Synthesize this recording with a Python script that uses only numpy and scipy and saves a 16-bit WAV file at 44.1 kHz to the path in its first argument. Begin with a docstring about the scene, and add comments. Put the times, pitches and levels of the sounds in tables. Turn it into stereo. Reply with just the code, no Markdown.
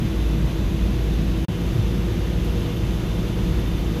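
"""A large laundry machine tumbles cloth in a hard-walled room, heard from just in front of its door.
From the start the motor drones, fans and drive add thin tones, the drum rumbles, and air rushes
and sings through the cabinet. Near 1.5 s the sound cuts out for an instant, then returns with
the tones and whistles in a new balance. After that, small hard bits tick faintly in the drum."""
import sys
import numpy as np
from scipy.fft import rfft, irfft, next_fast_len
from scipy.io import wavfile
from scipy.ndimage import map_coordinates

SR = 44100
rng = np.random.default_rng(int(sys.argv[2]) if len(sys.argv) > 2 else 0)


def unload_audio(sound):
    """Save the sound as a 16-bit wav file, at the path given as the first command line argument."""
    columns = np.transpose(np.atleast_2d(sound))
    # keep every value between -1 and 1, then stretch to whole-number steps
    steps = np.round(np.clip(columns, -1, 1) * 32767)
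    wavfile.write(sys.argv[1], SR, steps.astype(np.int16))


N = 176400

# How the motor's hum swells and sags: t/s, level/dB (DRONE_TRIM_DB is added)
DRONE_SWELL = [(0, -27), (.13, -25), (.18, -20.5), (.29, -17.5), (.36, -23), (.45, -19.5), (.55, -30),
               (.65, -22.5), (.72, -27), (.83, -18), (.97, -24.5), (1.04, -21.5), (1.24, -22.5), (1.4, -22),
               (1.46, -36), (1.7, -22), (1.78, -36), (1.85, -20), (1.92, -25.5), (2.05, -24), (2.18, -27.5),
               (2.27, -24), (2.6, -24), (2.68, -32), (2.84, -25.5), (2.9, -22), (2.98, -24), (3.06, -32),
               (3.13, -24.5), (3.31, -32), (3.42, -25.5), (3.58, -21), (3.66, -25), (3.88, -24.5), (4, -28)]
# Which side is louder at each pitch: f/Hz, left minus right/dB
SIDE_BALANCE = [(60, 0.8), (150, 2.1), (290, -0.8), (550, 1), (950, 1.1), (1400, -0.5), (2000, -3.5),
                (2900, -6), (3600, -5), (4500, -2), (6200, -2), (7500, 0), (9500, 4.5), (10500, 3),
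                (11600, 0), (15000, 0)]
# Tones of fans and drive: f/Hz, base level before the cut/dB, base level after it/dB,
# left minus right/dB, how far the left wave runs ahead/rad
FAN_TONES = [(109, -55, -33.5, 1.3, 0), (120, -35.5, -40, 1.3, 0), (172.3, -43, -34.3, 1.8, 0),
             (325.8, -35.8, -37.8, -3, -.4), (352.5, -51, -42.5, -.5, -.4), (360, -54, -45, 0, -.4),
             (386, -47, -45.5, 0, -.1), (472, -53, -51.5, 0, -.2), (480.8, -45.5, -43.3, 0, -.2),
             (652, -55.5, -53.5, -1, -1.6), (722, -62, -62, 0, -.5), (1114, -61, -65, 0, 1),
             (1233, -67, -57.5, -.6, .5)]
# Swell of the upper hum, two close tones that beat together: t/s, added level/dB
UPPER_HUM_BOOST = [(0, -4), (.65, -4.5), (.95, 1), (1.45, -3), (2.4, -1), (2.75, 1.5), (3, -6.5),
                   (3.3, 0.5), (3.85, -4.5), (3.96, 4)]
# Colour of the drum's rumble: f/Hz, relative level/dB
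RUMBLE_SPECTRUM = [(10, -40), (20, -26), (30, -10), (41, 3), (48, -3), (56, -8), (66, -2), (88, -1.7),
                   (108, -5), (130, -6), (150, -3.2), (200, -3.3), (245, -13), (275, -9), (345, -13.8),
                   (410, -18), (490, -17.3), (530, -22.5), (700, -27.6), (1000, -40), (2000, -80)]
# How alike the noise is at the two ears: f/Hz, likeness (1 = the same, 0 = unrelated)
EAR_LIKENESS = [(60, 0.95), (130, 0.99), (290, 0.86), (500, 0.38), (750, 0.41), (1400, -0.17),
                (3000, 0.038), (15000, -0.026)]
# Dull surges of the drum: t/s, level/dB, centre f/Hz, half length/s
DRUM_SURGES = [(0.03, -24, 185, 0.037), (0.4, -24, 154.5, 0.07), (0.782, -30, 170, .045),
               (0.91, -28, 181, 0.043), (1.243, -30.5, 207, .09), (1.774, -22.5, 115, 0.034),
               (1.852, -24, 148, 0.017), (1.987, -25, 169, .025), (2.216, -27, 180, 0.015),
               (2.653, -32, 175, .07), (2.83, -32, 115, .03), (2.97, -25, 152, 0.029),
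               (3.28, -25.5, 167, 0.036), (3.51, -31, 152, 0.017)]
# Colour of the air rushing through the cabinet: f/Hz, relative level/dB
AIR_SPECTRUM = [(200, -10), (500, 6), (760, 2), (980, 3), (1250, 0), (1450, 1), (1750, -0.9), (1950, -0.5),
                (2350, -2), (2780, -1.5), (3350, -3), (3650, -4), (4000, -5), (4250, -7.5), (4700, -8),
                (5500, -10.5), (6150, -8.5), (7000, -13.5), (8000, -18), (9200, -21), (10300, -16.5),
                (11400, -13), (13000, -16.5), (14200, -19), (14600, -32), (15400, -19.5)]
# Pitches that sing in the airflow: f/Hz, width/Hz, base level before the cut/dB,
# base level after it/dB, left minus right/dB
AIR_WHISTLES = [(2560, 70, -59.5, -68, -10), (2690, 60, -63, -59, -2), (2830, 70, -64, -59.5, -9),
                (3040, 80, -66, -60, -14), (3180, 70, -64, -60, -3), (3500, 70, -58, -56.5, -2.5),
                (3592, 24, -60, -56, -3), (3950, 130, -60, -72, -2), (4700, 40, -67, -67, 0)]
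# Swell of the whistles: t/s, added level of the lower ones/dB, added level of the upper ones/dB
WHISTLE_BOOST = [(0, -1, 4), (.9, 0, 3), (1.3, 5, 5), (1.55, 3, -2), (1.8, 1, 5), (2.1, -2, 1),
                 (2.45, 2, 1), (2.72, 4, 8), (2.95, 2, -2), (3.15, -.5, 7), (3.35, -.5, 3), (3.55, -1, 4.5),
                 (3.8, 0, 4), (4, 2, 0)]
# Hard bits touching the drum: t/s, level/dB
DRUM_TICKS = [(1.657, -47), (2.444, -41), (2.761, -45), (3.675, -43.5), (3.788, -46)]
# Colour of a tick: f/Hz, relative level/dB
TICK_SPECTRUM = [(1000, -25), (3500, -9), (8500, -12), (11500, 3), (13500, 2), (15500, -3)]

DRONE_HZ, DRONE_DRIFT_HZ, DRONE_TRIM_DB = 54.6, .39, -.7
TONE_DRIFT_HZ, TONE_WAVER_DB = .4, .9
UPPER_HUM_FROM_HZ, UPPER_HUM_TO_HZ = 460, 500
RUMBLE_DB, SURGE_WIDTH_OCTAVES = -25, .35
AIR_DB, AIR_RISE_DB_PER_S, AIR_FLUTTER_DB = -36, .15, .3
ROOM_RIPPLE_DB, ROOM_RIPPLE_HZ = 1.2, 11  # depth and spacing of the room's peaks and dips
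UPPER_WHISTLE_FROM_HZ = 3300
CUT_S, CUT_FADE_S, RESUME_S, RESUME_RISE_S = 1.449, .0026, 1.4837, .00013
TICK_RISE_S, TICK_RING_S = .00069, .1  # a tick dies away by 60 dB in its ring time
TOP_HZ = 15520


def gain(db):
    """Turn decibels into a number to multiply by."""
    return 10 ** (np.asarray(db) / 20)


def unit(x):
    """Scale a signal so its average strength (rms) is 1."""
    return x / np.sqrt(np.mean(x ** 2) + 1e-20)


def clock():
    """The time of each sample in seconds."""
    return np.arange(N) / SR


def at_pitch(table, hz):
    """Read between the rows of a table on a log frequency scale."""
    row_hz, values = np.transpose(table)
    return np.interp(np.log(hz + 1), np.log(row_hz + 1), values)


def wobble(position, size=256):
    """A smooth curve with a new random value at each whole-number position."""
    return map_coordinates(rng.standard_normal(size), [position], mode="mirror")


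def filtered(x, response):
    """Make each frequency in x louder or softer by response(hz)."""
    size = next_fast_len(N + SR // 2)
    return irfft(rfft(x, size) * response(np.fft.rfftfreq(size, 1 / SR)), size)[..., :N]


def panned(lean_db):
    """Left and right gains; a positive lean makes the left louder."""
    return gain(np.vstack([lean_db, -lean_db]) / 2)


def stereo_noise(spectrum):
    """Coloured noise, nearly the same at both ears in the bass and spread wide in the treble."""
    def colour(hz):
        spread = np.arccos(np.clip(at_pitch(EAR_LIKENESS, hz), -1, 1)) / 2
        return gain(at_pitch(spectrum, hz)) * [np.cos(spread), np.sin(spread)]
    mid, side = filtered(rng.standard_normal((2, N)), colour)
    ears = np.array([mid + side, mid - side])
    return unit(filtered(ears, lambda hz: panned(at_pitch(SIDE_BALANCE, hz))))


def spin(hz, drift_hz):
    """The angle of a turning part whose speed wanders a little."""
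    return 2 * np.pi * (np.cumsum(hz + drift_hz * wobble(6 * clock())) / SR + rng.random())


def switch_at_cut(before, after):
    """One value up to the cut, another from there on."""
    return np.where(clock() < CUT_S + CUT_FADE_S, before, after)


def motor_drone():
    """The turning motor makes one deep hum that swells and sags."""
    level_db = np.interp(clock(), *np.transpose(DRONE_SWELL)) + DRONE_TRIM_DB
    hum = np.sqrt(2) * np.sin(spin(DRONE_HZ, DRONE_DRIFT_HZ))
    return gain(level_db) * hum * panned(at_pitch(SIDE_BALANCE, DRONE_HZ))


def fan_and_drive_tones():
    """Spinning fans and drive make thin, wavering tones, each with its own place in the room."""
    out = np.zeros((2, N))
    swell_db = np.interp(clock(), *np.transpose(UPPER_HUM_BOOST))
    for hz, before_db, after_db, lean_db, lead in FAN_TONES:
        level_db = switch_at_cut(before_db, after_db) + TONE_WAVER_DB * wobble(7 * clock())
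        if UPPER_HUM_FROM_HZ < hz < UPPER_HUM_TO_HZ:
            level_db += swell_db
        angle = spin(hz, TONE_DRIFT_HZ) + np.vstack([lead, -lead]) / 2
        out += np.sqrt(2) * gain(level_db) * panned(lean_db) * np.sin(angle)
    return out


def drum_rumble():
    """The drum rumbles, with a soft boom of low noise each time the load shifts."""
    out = gain(RUMBLE_DB) * stereo_noise(RUMBLE_SPECTRUM)
    for peak_s, level_db, centre_hz, half_length_s in DRUM_SURGES:
        band = lambda hz: np.exp(-.5 * (np.log2((hz + 1) / centre_hz) / SURGE_WIDTH_OCTAVES) ** 2)
        boom = unit(filtered(rng.standard_normal(N), band))
        swell = np.exp(-.5 * ((clock() - peak_s) / half_length_s) ** 2)
        out += gain(level_db) * swell * boom * panned(at_pitch(SIDE_BALANCE, centre_hz))
    return out


def air_rush():
    """Air flows steadily through the cabinet; the room colours it differently at each ear."""
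    def room_ripple(hz):
        ears = np.array([wobble(hz / ROOM_RIPPLE_HZ, size=2048) for _ in range(2)])
        return gain(ROOM_RIPPLE_DB * ears)
    t = clock()
    level_db = AIR_DB + AIR_RISE_DB_PER_S * (t - t.mean()) + AIR_FLUTTER_DB * wobble(14 * t)
    return gain(level_db) * unit(filtered(stereo_noise(AIR_SPECTRUM), room_ripple))


def air_whistles():
    """Swirling air makes its path ring; the lower and upper whistles swell at different times."""
    out = np.zeros((2, N))
    times, lower_db, upper_db = np.transpose(WHISTLE_BOOST)
    for centre_hz, width_hz, before_db, after_db, lean_db in AIR_WHISTLES:
        peak = lambda hz: 1 / (1 + 2 * ((hz - centre_hz) / width_hz) ** 2)
        ring = unit(filtered(rng.standard_normal((2, N)), peak))
        swell_db = np.interp(clock(), times, upper_db if centre_hz > UPPER_WHISTLE_FROM_HZ else lower_db)
        out += gain(switch_at_cut(before_db, after_db) + swell_db) * panned(lean_db) * ring
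    return out


def drum_ticks():
    """Small hard bits touch the drum, each making a short, bright burst of noise."""
    loudness = np.zeros(N)
    for start_s, level_db in DRUM_TICKS:
        age = np.maximum(clock() - start_s, 0)
        rise = 1 - np.exp(-age / TICK_RISE_S)
        decay = gain(-60 * age / TICK_RING_S)
        loudness += gain(level_db) * rise * decay
    return loudness * stereo_noise(TICK_SPECTRUM)


def scene():
    """Add up all the parts of the running machine."""
    turning_parts = motor_drone() + fan_and_drive_tones() + drum_rumble()
    return turning_parts + air_rush() + air_whistles() + drum_ticks()


def record(dry):
    """The sound drops out for an instant and snaps back; nothing above TOP_HZ gets through."""
    t = clock()
    fade_out = np.exp(-np.maximum(t - CUT_S, 0) / CUT_FADE_S)
    fade_in = 1 - np.exp(-np.maximum(t - RESUME_S, 0) / RESUME_RISE_S)
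    return filtered(dry * (fade_out + fade_in), lambda hz: hz < TOP_HZ)


dry = scene()
out = record(dry)
unload_audio(out)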